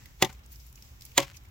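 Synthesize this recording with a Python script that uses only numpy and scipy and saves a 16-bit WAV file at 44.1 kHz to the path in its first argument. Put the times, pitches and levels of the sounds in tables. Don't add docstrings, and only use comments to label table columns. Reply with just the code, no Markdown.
import sys
import numpy as np
from scipy import signal
from scipy.fft import rfft, irfft
from scipy.io import wavfile
from scipy.ndimage import uniform_filter1d, map_coordinates

SR = 44100
rng = np.random.default_rng(int(sys.argv[2]) if len(sys.argv) > 2 else 0)


def digitize_waveform(pressure):
    field = np.atleast_2d(pressure).T
    bounded = np.clip(field, -1, 1)
    quanta = np.round(bounded * 32767).astype(np.int16)
    wavfile.write(sys.argv[1], SR, quanta)


def elevation(decibels):
    levels = np.asarray(decibels, float)
    return 10 ** (levels / 20)


N = 66150
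SIDES = np.array([[1], [-1]])

# start_s, crack_level_db, log_level_db, pan_db (left over right), hold_s
CHOPS = [
    (0.2238, -13.5, -14, -1, 0.018),
    (1.1778, -12.5, -17.5, -4.5, 0.0057),
]
# pitch_hz, level_db, t60_s (time to fade 60 dB)
LOG_NOTES = [
    [(129, -16, 0.17), (180.4, -8, 0.068), (223, 0, 0.04), (328.5, -9.5, 0.078), (373, 6.5, 0.049),
     (422.5, -11.5, 0.076), (524, -2, 0.12), (556, -6.5, .1), (766, 1.5, 0.088), (838.6, 4.5, 0.06),
     (870.6, 2.5, .08), (995, 4, 0.034), (1125, -3, 0.04), (1560, -1.5, .05)],
    [(133.5, -15, 0.14), (177, -9.5, 0.052), (245, -18, 0.046), (296, -8.5, 0.11), (363, -5, 0.12),
     (405, -8.5, 0.041), (549.5, 3.5, 0.09), (680, -0.5, 0.027), (737, 2.5, 0.09), (820, 3.5, 0.09),
     (957, 8, 0.045), (1094, 8.5, 0.047), (1337, -4, 0.07), (1482, -9, .07)],
]
# pitch_hz, width_hz, level_db
BLADE_NOTES = [
    [(1950, 207.5, 7), (2500, 230, -8.5), (3380, 160, 2), (4180, 250, -2.5), (5600, 550, -1.5),
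     (6710, 220, -2.5), (11500, 800, -8)],
    [(2150, 100, 0.5), (2530, 150, -3.5), (3050, 83, 1), (3356, 190, 2), (4200, 230, -9.5),
     (6700, 250, 2.5), (14500, 600, -7)],
]
# after_blow_s, level_db
REBOUNDS = [
    [(.0165, -14), (.0198, -17), (.038, -27)],
    [(0.01413, -7.5), (.023, -10.5), (.05, -25.5)],
]
# after_blow_s, size
BIG_SNAPS = [
    [(.0003, 8), (.0011, 5.4), (.0018, 5.6), (.0037, 5.8)],
    [(.0003, 3.4), (.0009, 4.3), (.0016, 4), (.0023, 5.8), (.0031, 2.9)],
]
# delay_s of the log's answer, after the edge has sunk in
LOG_LATE_S = [0.00076, 0.003017]
# sag_s, how fast the tearing weakens
TEAR_SAG_S = [0.0046, 0.0062]
# level_db of the bright spray of torn fibres, against the crack
SPRAY_DB = [-7.5, -5]
SPRAY_EARLY_S = [.003, .0006]
SCATTER_DB = [-2.5, 2]
FIBRE_DB = [-41, -35]
FIBRE_T60_S = [0.24, 0.33]
# pitch_hz, level_db
CRUNCH_TONE = [(1300, -42.5), (2000, 1.5), (4000, -3), (7000, -9), (9500, -13.5), (16000, -7)]
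# pitch_hz, level_db
FIBRE_TONE = [(600, -25), (1400, 1), (3000, -3), (6000, -9.5), (12000, -15)]
# pitch_hz, level_db
YARD_TONE = [(100, 1.5), (400, -13.5), (1500, -5), (4000, -9.5), (7000, -6.5), (9500, -12), (14000, -12.5)]
# start_s, peak_level_db, pitch_hz, pan_db, t60_s
CHIPS = [(0.0568, -40, 2100, -2, 0.027), (0.3268, -47, 8100, 7.5, 0.044), (0.3906, -53, 3050, -0.5, 0.038),
         (0.4608, -45.5, 9120, 2, 0.017), (0.5166, -45, 14700, 11.5, 0.055), (0.526, -41, 14630, -1, 0.035),
         (0.5584, -49.5, 5370, -17, 0.015), (0.5987, -55, 5900, 8, 0.018), (0.6286, -59, 14130, 13, 0.026),
         (0.665, -49, 14000, 12.5, 0.037), (0.727, -40, 11800, 0, 0.013), (0.7553, -45.5, 7460, 4, 0.033),
         (0.7713, -53.5, 2980, -6, 0.094), (0.823, -40.5, 5960, 3, 0.021), (0.8482, -59, 5060, -16, 0.031),
         (1.0093, -38, 5600, -2, 0.012), (1.0185, -48.5, 14000, -14, 0.052),
         (1.0203, -38.5, 5000, -3.5, 0.019), (1.0512, -34.5, 12300, -2, 0.027),
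         (1.062, -46, 4800, -4, 0.029), (1.1166, -45.5, 2930, 0, 0.027), (1.288, -51.5, 3080, -7, 0.014),
         (1.3335, -53.5, 7200, 0, 0.03), (1.3385, -52.5, 3380, 4, 0.11), (1.3445, -50, 2660, 2, 0.11),
         (1.3555, -55, 6700, 0, 0.03), (1.3635, -46.5, 12500, -10, 0.02), (1.368, -43, 6540, -1, 0.035),
         (1.369, -48, 5030, -11.5, 0.046), (1.4145, -62.5, 14500, 0, .015), (1.4205, -59, 15200, 0, 0.013),
         (1.4355, -55, 12820, -6, 0.027), (1.4475, -54, 2320, 2.5, 0.05), (1.454, -51, 8640, -3, 0.014),
         (1.4865, -55.5, 11500, 0, .015), (0.382, -55, 13000, 0, .015), (.432, -60.5, 5600, -1, 0.14),
         (.596, -52.5, 5640, 4, 0.11), (0.7739, -64, 2500, -3, .05)]
# pitch_hz, level_db (per Hz)
LEAF_TONE = [(1100, -38.5), (2200, -7), (3800, -11), (5500, -5), (7800, -8), (11500, -5), (15500, 0.5),
             (16500, -6.5)]
# start_s, level_db, tilt_db (low half over high half if negative)
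RUSTLE = [(0, -58, -5), (.09, -60.5, -3.5), (.15, -62.5, -1), (.3, -60, 0), (.42, -67.5, -2.5),
          (0.499, -61.5, 0), (0.524, -52.5, -4), (.58, -58.5, 0.5), (.69, -58, -2.5), (.72, -63, -0.5),
          (.85, -57.5, -1.5), (0.983, -64, -3.5), (1.032, -56, -4), (1.129, -59, -2), (1.3, -67, 4.5),
          (1.368, -64.5, -7), (1.42, -65.5, -4), (1.5, -66.5, -1.5)]
# pitch_hz, level_db (per Hz)
AIR_TONE = [(13, -57.5), (22, -36.5), (64, -1.5), (120, -20), (146, -25), (194, -23), (643, -36),
            (853, -33.5), (4000, -43.5), (5200, -75), (8800, -120)]
# pitch_hz, width_hz, level_db
HUM = [(59, 19.2, -51), (124, 11, -60)]
# pitch_hz, level_db
MIC_TONE = [(30, -12), (60, -1), (7500, 0), (9300, -6.5), (11000, -3.5), (16000, -4)]


def unit(x):
    return x / np.sqrt(np.mean(x ** 2) + 1e-30)


def colour(x, points):
    p, n = np.array(points, float), x.shape[-1]
    f = np.arange(n // 2 + 1) * SR / n + 1
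    gain = elevation(np.interp(np.log(f), np.log(p[:, 0]), p[:, 1]))
    return irfft(rfft(x) * gain, n)


def ring(x, hz, width):
    r, w = np.exp(-np.pi * width / SR), 2 * np.pi * min(hz, .45 * SR) / SR
    return signal.lfilter([0, r * np.sin(w)], [1, -2 * r * np.cos(w), r * r], x)


def high_pass(x, order, hz):
    return signal.sosfilt(signal.butter(order, hz, "high", fs=SR, output="sos"), x)


def place(x, pan_db, lag_ms=0.):
    late = map_coordinates(x, [np.arange(len(x)) - lag_ms * SR / 1000], mode="nearest")
    return np.array([x * elevation(pan_db / 2), late * elevation(-pan_db / 2)])


def walk(rate):
    k = int(SR / rate)
    steps = np.repeat(rng.standard_normal(N // k + 1), k)
    return unit(uniform_filter1d(uniform_filter1d(steps, k), k)[:N])


def grit(n, scatter_db):
    return unit(rng.standard_normal(n) * elevation(scatter_db * rng.exponential(size=n)))


def grit_pair(n, scatter_db):
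    return np.array([grit(n, scatter_db), grit(n, scatter_db)])


def rustle():
    table, t, out = np.array(RUSTLE), np.arange(N) / SR, 0
    low_half, high_half = [(8000, 0), (10000, -30)], [(8000, -30), (10000, 0)]
    for sign, half in ((-1, low_half), (1, high_half)):
        leaves = unit(colour(grit_pair(N, 2.2), LEAF_TONE))
        mid, side = colour(leaves, half)
        level_db = np.interp(t, table[:, 0], table[:, 1] + sign * table[:, 2] / 2)
        level_db = level_db + 0.5 * walk(20)
        out = out + elevation(level_db) * (mid + 0.94 * side * SIDES)
    return out


def air():
    mid, side = rng.standard_normal((2, N))
    side = colour(side, [(30, 2), (60, -27.0), (300, -7), (1500, 4)])
    top_hz, top_db = AIR_TONE[-1]
    wash = unit(colour(mid + side * SIDES, AIR_TONE + [(2 * top_hz, top_db - 25)]))
    low = colour(wash, [(150, 0), (300, -40)])
    return elevation(-52 - 3) * (elevation(1.5 * walk(6)) * low + elevation(walk(9)) * (wash - low))


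def even(x):
    return unit(x / uniform_filter1d(x[0] ** 2, int(.1 * SR)) ** .4)


def hum():
    out = 0
    for hz, width, db in HUM:
        push = rng.standard_normal(N) + 0.19 * rng.standard_normal(N) * SIDES
        out = out + elevation(db) * even(ring(push, hz, width))
    return out


def early_ring():
    start_s, length_s, hz, width_hz = 0.037, 0.074, 1905, 330
    t, drag = np.arange(N) / SR, grit(N, 4.2)
    both = unit(ring(drag, hz, width_hz)) + 0.25 * unit(ring(drag, 1.35 * hz, width_hz))
    return elevation(-64) * both * np.exp(-.5 * ((t - start_s) / length_s) ** 2)


def chips():
    out, n = np.zeros((2, N)), 4096
    t = np.arange(n) / SR
    for at, db, hz, pan_db, t60 in CHIPS:
        leaf = colour(grit_pair(n, 2.5), LEAF_TONE)
        leaf = unit(colour(leaf, [(hz / 3, -12), (hz, 0), (hz * 3, -12)]))
        both = leaf[0] + leaf[1] * SIDES
        both = both + elevation(-4) * unit(ring(both, hz, .2 * hz))
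        t60 = max(t60, .003)
        shape = np.minimum(t / (.035 * t60), 1) * elevation(-60 * t / t60)
        hit = both * shape * elevation(db - 3 + pan_db * SIDES / 2)
        i = int(at * SR)
        out[:, i:i + n] += hit[:, :N - i]
    return out


def tear(t, start, hold, fall, sag):
    before = np.maximum(start - t, 0)
    bite = elevation(-12) * np.exp(-before / 0.0022)
    swish = elevation(-29.5) * np.exp(-before / 0.011)
    rise = np.maximum(np.clip((t - start) / .0003, 0, 1), bite + swish)
    die = np.exp(-np.maximum(t - hold, 0) / fall - np.maximum(t, 0) / sag)
    return grit(N, 2.5) * rise * die


def crack_wood(at, crack_db, hold, sag, spray_db, early, big_snaps, blade):
    t = np.arange(N) / SR - at
    core = (t > 0) & (t < .005)

    def level(x):
        return x / np.sqrt(np.mean(x[core] ** 2))

    snaps = tear(t, 0, hold, 0.0016, sag)
    for after, size in big_snaps:
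        snaps = snaps + size * (np.arange(N) == int((at + after) * SR))
    push, crack = np.diff(snaps, prepend=0), 0
    for hz, width, db in blade:
        crack = crack + elevation(db) * np.sqrt(width / 300) * ring(push, hz, 1.5 * max(width, 150)) / hz
    crack = level(high_pass(level(crack), 4, 1750))
    crunch = level(colour(tear(t, 0, hold, 0.0016, sag), CRUNCH_TONE))
    spatter = tear(t, -early, hold, 0.0025, sag) * elevation(1.5 * walk(600))
    spray = level(np.diff(spatter, 2, prepend=[0, 0]))
    return elevation(crack_db) * crack + elevation(crack_db - 3.5) * crunch, elevation(crack_db + spray_db) * spray


def ring_log(at, log_db, late, rebounds, notes):
    push_s, shudder_s = 0.00026, 0.007
    t = np.arange(N) / SR - at - late
    blow = np.exp(-.5 * (t / push_s) ** 2)
    for after, db in rebounds:
        blow = blow + elevation(db) * np.exp(-.5 * ((t - after) / push_s) ** 2)
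    sinking = elevation(-11) * np.exp(-np.abs(t) / .006)
    tremble = np.where(t > -late, np.exp(-np.abs(t) / shudder_s), sinking)
    shudder = tremble * rng.standard_normal(N) * elevation(-11) / np.sqrt(shudder_s * SR)
    push = np.diff(blow / (3.61 * push_s * SR) + shudder, prepend=0)
    body = np.zeros((2, N))
    for k, (hz, db, t60) in enumerate(notes):
        wobble_db = 2.5 * walk(90) * np.clip(t / 0.0067, 0, 1)
        width = np.log(1000) / np.pi / min(t60, .03 + 24 / hz)
        note = elevation(db + wobble_db) * SR / (2 * np.pi * hz) * ring(push, hz, width)
        body += np.array([[1], [(-1) ** k]]) * note
    return elevation(log_db) * high_pass(body, 2, 90)


def yard(x):
    n = int(.4 * SR)
    t = np.arange(n) / SR
    tail = colour(np.array([grit(n, 2.5), grit(n, 0.83)]), YARD_TONE)
    tail = .7 * tail + .5 * tail[0]
    tail = tail * elevation(-60 * t / 0.24) * (t > 0.0015)
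    tail = tail / np.sqrt(np.sum(tail ** 2) / 2)
    return elevation(-7) * signal.fftconvolve(x[None], tail, axes=1)[:, :N]


def fence(bright, body):
    smear_s = 0.0005
    boards = rng.standard_normal(401) * np.exp(-np.abs(np.arange(-200, 201)) / (smear_s * SR))
    bright = np.convolve(bright, boards / np.sqrt(np.sum(boards ** 2)), "same")
    echo = np.roll(elevation(-17) * bright + elevation(-27.5) * body, int(.0237 * SR))
    return place(echo, 7.5, -0.031)


def chops():
    out = np.zeros((2, N))
    for i, (at, crack_db, log_db, pan_db, hold) in enumerate(CHOPS):
        crack, spray = crack_wood(at, crack_db, hold, TEAR_SAG_S[i], SPRAY_DB[i], SPRAY_EARLY_S[i],
                                  BIG_SNAPS[i], BLADE_NOTES[i])
        body, side = ring_log(at, log_db, LOG_LATE_S[i], REBOUNDS[i], LOG_NOTES[i])
        out += place(crack, pan_db, 0.036) + place(spray, 0, .014)
        out += place(body, 0.61 * pan_db, 0.11) + 0.21 * side * SIDES
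        out += fence(crack + spray, body)
        click = 1. * (np.arange(N) == int(at * SR))
        bang = colour(click, CRUNCH_TONE) * elevation(crack_db + SCATTER_DB[i] + 20.5)
        out += yard(bang + .25 * body) * elevation(3 * walk(150))
    return out


def fibres(at, db, t60):
    t = np.arange(N) / SR - at
    ticks = unit(colour(grit_pair(N, 5.5), FIBRE_TONE))
    shape = np.clip(t / .012, 0, 1) * elevation(-60 * np.maximum(t, 0) / t60)
    return elevation(db) * (ticks + ticks[0]) / 2 * shape


def low_chip():
    start_s, length_s = 0.304, .008
    t = np.arange(N) / SR - start_s
    return elevation(-55) * unit(ring(grit(N, 1), 1436, 120)) * np.exp(-.5 * (t / length_s) ** 2)


def scene():
    out = rustle() + air() + hum() + early_ring() + chips() + chops()
    for chop, db, t60 in zip(CHOPS, FIBRE_DB, FIBRE_T60_S):
        out = out + fibres(chop[0], db, t60)
    return out + low_chip()


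def band_limit(x):
    return signal.sosfilt(signal.butter(12, 16970, fs=SR, output="sos"), x)


def record(dry):
    mirrored = np.concatenate([dry, dry[:, ::-1]], axis=1)
    x = np.tanh(colour(mirrored, MIC_TONE)[:, :N])
    x = signal.sosfilt(signal.ellip(8, .2, 60, 15900, fs=SR, output="sos"), x)
    return band_limit(x)


dry = scene()
out = record(dry)
digitize_waveform(out)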